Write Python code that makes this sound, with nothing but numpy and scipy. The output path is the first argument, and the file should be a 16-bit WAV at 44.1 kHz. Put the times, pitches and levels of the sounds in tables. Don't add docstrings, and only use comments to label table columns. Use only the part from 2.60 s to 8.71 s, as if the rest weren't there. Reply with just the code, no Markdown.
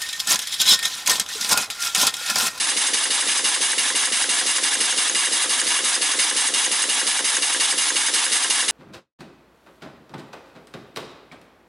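import sys
import numpy as np
from scipy import signal
from scipy.fft import rfft, irfft, next_fast_len
from scipy.io import wavfile
from scipy.ndimage import map_coordinates

SR = 44100
rng = np.random.default_rng(int(sys.argv[2]) if len(sys.argv) > 2 else 0)


def generate_wav(signal):
    frames = np.transpose(np.atleast_2d(signal))
    scaled = np.clip(frames, -1, 1) * 32767
    pcm = np.round(scaled).astype(np.int16)
    wavfile.write(sys.argv[1], SR, pcm)


def invert_db(x):
    u = np.asarray(x, float) / 20
    return 10 ** u


N = 269451
TOP_HZ = 11030
TURN_COUNT = 36
TURN_S = .168375


def along(points, hz):
    point_hz, value = np.transpose(points)
    return np.interp(np.log(hz + 1), np.log(point_hz + 1), value)


def filtered(x, response):
    size = next_fast_len(N + SR // 2)
    hz = np.fft.rfftfreq(size, 1 / SR)
    return irfft(rfft(x, size) * response(hz), size)[..., :N]


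def wobble(rate):
    knots = rng.standard_normal(int(N * rate / SR) + 4)
    return map_coordinates(knots, [np.arange(N) * rate / SR])


def knocks():
    k = np.arange(TURN_COUNT)
    lengths = TURN_S + .00017376 * k + .000006254 * k ** 2
    hunt = .0004 * np.cos(2 * np.pi * (k - 13) / 14.5)
    return -.00609 + np.cumsum(lengths) - lengths - hunt, lengths


def crank():
    starts, lengths = knocks()
    ends = np.r_[starts, starts[-1] + lengths[-1]]
    return np.interp(np.arange(N) / SR, ends, np.arange(TURN_COUNT + 1))


# pitch_hz, likeness (0 to 1)
LIKENESS = [(60, 0.91), (220, 0.99), (830, 0.91), (3110, 0.91), (11600, 0.92)]


def jet(colour, resonances):
    def response(hz):
        lift = 1
        for pitch_hz, width_hz, lift_db in resonances:
            lift = lift + (invert_db(2 * lift_db) - 1) / (1 + (2.05 * (hz - pitch_hz) / width_hz) ** 2) ** 2
        angle = np.arccos(np.clip(along(LIKENESS, hz), -1, 1)) / 2
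        loudness = invert_db(along(colour, hz)) * np.sqrt(np.abs(lift)) * (hz < TOP_HZ)
        return loudness * [np.cos(angle), np.sin(angle)]
    mid, side = filtered(rng.standard_normal((2, N)), response)
    return np.array([mid + side, mid - side]) / np.sqrt(np.mean(mid ** 2 + side ** 2))


def valve(turns, puffs):
    full, hold, level_db, rise, fall = np.transpose(puffs)[..., None]
    since = (turns - full) % 1
    falling = np.maximum(since - hold, 0) / np.abs(fall)
    rising = (1 - since) / np.abs(rise)
    below_db = 20 * np.minimum(falling, rising)
    return 10 * np.log10(np.sum(invert_db(2 * (level_db - below_db)), axis=0))


def clutter(x, t60, level_db):
    t = np.arange(SR // 8) / SR
    tail = rng.standard_normal(len(t)) * invert_db(-60 * t / t60) * (t > .001)
    tail = tail[None] / np.linalg.norm(tail)
    return x + invert_db(level_db) * signal.fftconvolve(x, tail, axes=1)[:, :N]


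def air_path(turns, colour, resonances, puffs):
    flow_db = valve(turns, puffs) + 1.02 * wobble(40)
    return invert_db(flow_db) * clutter(jet(colour, resonances), t60=0.14, level_db=-5.5)


# pitch_hz, width_hz, lift_db
PORT_RESONANCES = [(1220.0, 440.0, 13.8), (1970.0, 750.0, 11.2), (2840.0, 300.0, 14.0),
                   (3140.0, 140.0, 8.5), (3720.0, 530.0, 12.8), (4500.0, 900.0, 10.2),
                   (4970.0, 190.0, 10.1), (5330.0, 350.0, 8.6), (5800.0, 150.0, 8.0), (6180.0, 490.0, 6.8),
                   (6630.0, 230.0, 8.5), (8230.0, 180.0, 5.0), (9860.0, 220.0, 4.4), (10840.0, 630.0, 5.0)]
# pitch_hz, level_db (per Hz)
PORT_COLOUR = [(100, -42), (250, -20), (450, -3), (650, -16), (1200, -19), (2000, -8), (5000, -7),
               (7500, -3.5), (11000, 1.5)]
# full_turn, hold_turn, level_db, rise_turn, fall_turn (shares of a turn; 20 dB slopes)
PORT_PUFFS = [
    (.028, 0.044, -19.5, 0.024, 0.24),
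    (.27, 0.051, -27, 0.11, .14),
    (.45, 0, -32, .2, 0.16),
    (.62, 0.029, -22, 0.079, 0.044),
    (.84, 0.072, -32, 0.26, 0.09),
]


def port_air(turns):
    return air_path(turns, PORT_COLOUR, PORT_RESONANCES, PORT_PUFFS)


# pitch_hz, width_hz, lift_db
PIPE_RESONANCES = [(900.0, 420.0, 6.6), (2110.0, 710.0, 10.5), (2840.0, 180.0, 14.0), (3140.0, 150.0, 8.1),
                   (3770.0, 390.0, 8.5), (4990.0, 170.0, 9.6), (5260.0, 160.0, 5.3), (6140.0, 170.0, 7.9),
                   (6520.0, 430.0, 10.6), (7410.0, 210.0, 5.6), (8200.0, 250.0, 12.6), (8430.0, 510.0, 8.0),
                   (9380.0, 340.0, 8.9), (9930.0, 660.0, 11.1), (10720.0, 900.0, 6.3)]
# pitch_hz, level_db (per Hz)
PIPE_COLOUR = [(100, -52), (250, -30), (450, -49), (650, -23), (1200, -8.5), (2000, -9), (5000, -5),
               (7500, -5.5), (11000, -7.5)]
# full_turn, hold_turn, level_db, rise_turn, fall_turn (shares of a turn; 20 dB slopes)
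PIPE_PUFFS = [
    (0.065, .31, -25, 0.02, 0.14),
    (0.39, .13, -39.5, .1, .1),
    (0.658, 0.029, -21.5, .085, 0.15),
    (.005, .03, -49, .12, .1),
]


def pipe_air(turns):
    return air_path(turns, PIPE_COLOUR, PIPE_RESONANCES, PIPE_PUFFS)


# pitch_hz, width_hz, lift_db
CYLINDER_RESONANCES = [(1080.0, 900.0, 4.8), (1690.0, 190.0, 9.0), (2060.0, 900.0, 8.2),
                       (2890.0, 860.0, 8.1), (3240.0, 200.0, 10.7), (3720.0, 900.0, 14.0),
                       (4800.0, 790.0, 9.5), (5500.0, 460.0, 7.3), (6130.0, 630.0, 7.3),
                       (7090.0, 300.0, 4.0), (9670.0, 360.0, 5.9), (10640.0, 900.0, 7.3)]
# pitch_hz, level_db (per Hz)
CYLINDER_COLOUR = [(100, -54), (250, -6), (450, -9.5), (650, -9), (1200, -3), (2000, -6.5), (5000, -11.5),
                   (7500, -2.5), (11000, -5.5)]
# full_turn, hold_turn, level_db, rise_turn, fall_turn (shares of a turn; 20 dB slopes)
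CYLINDER_PUFFS = [
    (.11, .27, -25.5, 0.14, 0.21),
    (.47, 0.14, -22.5, 0.18, 0.08),
    (0.721, 0.091, -25.5, 0.019, 0.23),
]


def cylinder_air(turns):
    return air_path(turns, CYLINDER_COLOUR, CYLINDER_RESONANCES, CYLINDER_PUFFS)


# pitch_hz, width_hz, lift_db
SEAL_RESONANCES = [(1280.0, 120.0, 2.8), (1990.0, 500.0, 5.5), (2990.0, 230.0, 9.4), (3630.0, 900.0, 12.2),
                   (4070.0, 270.0, 11.8), (4780.0, 670.0, 14.0), (5390.0, 350.0, 13.6),
                   (5930.0, 420.0, 9.6), (6430.0, 830.0, 7.1), (7050.0, 300.0, 5.6), (7610.0, 900.0, 3.2),
                   (8660.0, 510.0, 2.8), (9690.0, 440.0, 3.9), (10040.0, 470.0, 2.9)]
# pitch_hz, level_db (per Hz)
SEAL_COLOUR = [(100, -32), (250, -12), (450, -6), (650, -10.5), (1200, -4), (2000, -4), (5000, -12),
               (7500, -2), (11000, 0.5)]
# full_turn, hold_turn, level_db, rise_turn, fall_turn (shares of a turn; 20 dB slopes)
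SEAL_PUFFS = [
    (.16, 0.057, -30.5, 0.13, 0.25),
    (.33, 0.054, -30.5, 0.24, 0.24),
    (.52, 0.057, -29, 0.18, .11),
    (.69, .01, -30, .11, 0.14),
    (.95, 0.056, -26.5, 0.37, 0.046),
]


def seal_air(turns):
    return air_path(turns, SEAL_COLOUR, SEAL_RESONANCES, SEAL_PUFFS)


# pitch_hz, width_hz, lift_db
AIR_BANDS = [(640, 80, -3), (770, 110, 3.5), (950, 150, -1.5), (2870, 50, 2), (3126, 45, 4), (5010, 50, 5),
             (5228, 35, 5), (6287, 50, 3.5), (8170, 60, 3.5), (8295, 40, 3), (9323, 60, 3), (9816, 45, 3.5)]


def singing(x):
    def response(hz):
        total = 1
        for pitch_hz, width_hz, lift_db in AIR_BANDS:
            damping = 1j * hz * width_hz
            total = total + (invert_db(lift_db) - 1) * damping / (pitch_hz ** 2 - hz * hz + damping)
        return total
    return filtered(x, response)


def air():
    turns = crank()
    supply_db = 0.28 * wobble(4 / TURN_S) + 0.37 * wobble(160)
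    paths = port_air(turns) + pipe_air(turns) + cylinder_air(turns) + seal_air(turns)
    return singing(invert_db(-0.82 + supply_db) * paths)


# start_s, knock_db, clack_db, thud_db, rebound_db
JOINT_PLAY = [
    (0, .6, 0, -1.9, -12),
    (1.4, .6, .8, -.8, -7),
    (2.5, 1.6, .6, -.5, -1.5),
    (3.9, .3, 1.5, 0, 0),
    (4.4, 0, 2.6, -1, 1),
    (4.9, -4, 2, -2, 1),
    (5.3, -4, 1, -2.4, -2),
    (5.6, -4, .8, -1, -8),
    (6.1, -4, 1, -1, -8),
]


def blows():
    knock_s, lengths = knocks()
    clack_s = knock_s + .58 * lengths + .0281
    start_s, *play_db = np.transpose(JOINT_PLAY)
    chance_db = 0.3 * rng.standard_normal((len(play_db), TURN_COUNT))
    levels_db = [np.interp(knock_s, start_s, db) + chance for db, chance in zip(play_db, chance_db)]
    return knock_s, clack_s, levels_db


def strikes(times, levels_db, modes, attack, scatter_db):
    out = np.zeros(N + 2 * SR)
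    t = np.arange(SR // 5) / SR
    pitch_hz, level, t60_s, swing = np.transpose(modes)[..., None]
    fade = invert_db(level - 60 * t / t60_s)
    ring = swing * fade * np.sin(2 * np.pi * pitch_hz * t) * (1 - np.exp(-t / attack))
    chances = rng.standard_normal((len(times), len(modes)))
    for start_s, level_db, chance in zip(times, levels_db, chances):
        first = round(start_s * SR) + SR
        out[first:first + len(t)] += invert_db(level_db + scatter_db * chance) @ ring
    return out[SR:N + SR]


# pitch_hz, level_db, t60_s, first_swing (direction)
BASE = [(235, -45.1, 0.2, -1), (295, -30.5, 0.043, -1), (381, -28.4, 0.032, 1), (452, -26.5, 0.025, 1),
        (539, -18.4, 0.01, -1)]


def base_knock(knock_s, knock_db):
    return invert_db(0.5) * strikes(knock_s - .00328, knock_db / 2, BASE, attack=.00139, scatter_db=.6)


def link_rebound(clack_s, rebound_db):
    return strikes(clack_s + 0.0119, rebound_db - 1, BASE[1:], attack=0.0014, scatter_db=1.2)


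# pitch_hz, level_db, t60_s, first_swing (direction)
THUD = [(222, -46.4, 0.2, -1), (280, -42.2, 0.2, -1), (428, -38.1, 0.124, 1), (492, -30.4, 0.062, -1),
        (528, -38.1, 0.117, 1), (563, -24.8, 0.01, 1), (801, -39.4, 0.082, 1)]


def clack_thud(clack_s, thud_db):
    return invert_db(-3.0) * strikes(clack_s - .00258, thud_db / 2, THUD, attack=.0002, scatter_db=1)


# pitch_hz, level_db, t60_s, first_swing (direction and size)
BENCH = [(186, -36, 0.11, 0.43), (210, -41.5, 0.07, -1.5), (341.6, -38, 0.2, 0.76)]


def bench_top(knock_s, knock_db, clack_s, thud_db):
    levels_db = np.r_[knock_db, thud_db - 1.4] / 2
    return strikes(np.r_[knock_s, clack_s], levels_db, BENCH, attack=0.0098, scatter_db=4.5)


# pitch_hz, level_db, t60_s, first_swing (direction)
GEAR = [(1045, -33.7, 0.092, -1), (1490, -27.7, 0.042, 1), (1567, -18.3, 0.026, 1), (1655, -10.0, 0.01, -1),
        (1892, -8.0, 0.01, 1), (1927, -13.7, 0.026, -1), (2159, -36.0, 0.05, -1)]
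# pitch_hz, level_db, t60_s, first_swing (direction and size)
PINS = [(2917, -26, 0.05, 0.68), (3130, -35, 0.025, -0.29), (6630, -16.5, 0.016, 0.97),
        (7200, -28, .02, -1)]


def valve_clack(clack_s, clack_db):
    clack = strikes(clack_s - .00376, clack_db, GEAR, attack=.00165, scatter_db=.4)
    pins = strikes(clack_s - .003, clack_db, PINS, attack=0.0011, scatter_db=6.0)
    return invert_db(-0.9) * clack + pins


# delay_s, share (negative is upside down)
ECHOES = [
    (.01315, .3),
    (.01726, .36),
    (.02667, -.09),
    (.03649, -.21),
]


def walls(x):
    skew_s = np.array([[1], [-1]]) * .00008

    def response(hz):
        total = 0
        for k, (delay_s, share) in enumerate(ECHOES):
            side_delay_s = delay_s + (-1) ** k * skew_s
            total = total + share * np.exp(-2j * np.pi * hz * side_delay_s)
        return total
    return filtered(x, response)


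def gear():
    knock_s, clack_s, (knock_db, clack_db, thud_db, rebound_db) = blows()
    low = base_knock(knock_s, knock_db) + clack_thud(clack_s, thud_db)
    low = low + link_rebound(clack_s, rebound_db) + bench_top(knock_s, knock_db, clack_s, thud_db)
    return low + walls(low) + valve_clack(clack_s, clack_db)


# pitch_hz, level_db (per Hz)
SHOP = [(25, -17), (60, -5), (130, -7), (200, -14), (300, 2), (520, -9), (640, -16), (800, 7), (2000, -23)]


def shop_hum():
    return invert_db(-65 + 6 * wobble(6)) * jet(SHOP, [])


def scene():
    engine = filtered(air() + gear(), lambda hz: (1j * hz / (110 + 1j * hz)) ** 4)
    return invert_db([[-.27], [.27]]) * engine + shop_hum()


def roll_off(x):
    return signal.sosfilt(signal.butter(12, 12180, fs=SR, output="sos"), x)


def record(dry):
    mix = filtered(dry, lambda hz: hz < TOP_HZ)
    return roll_off(mix)


dry = scene()
out = record(dry)
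generate_wav(out)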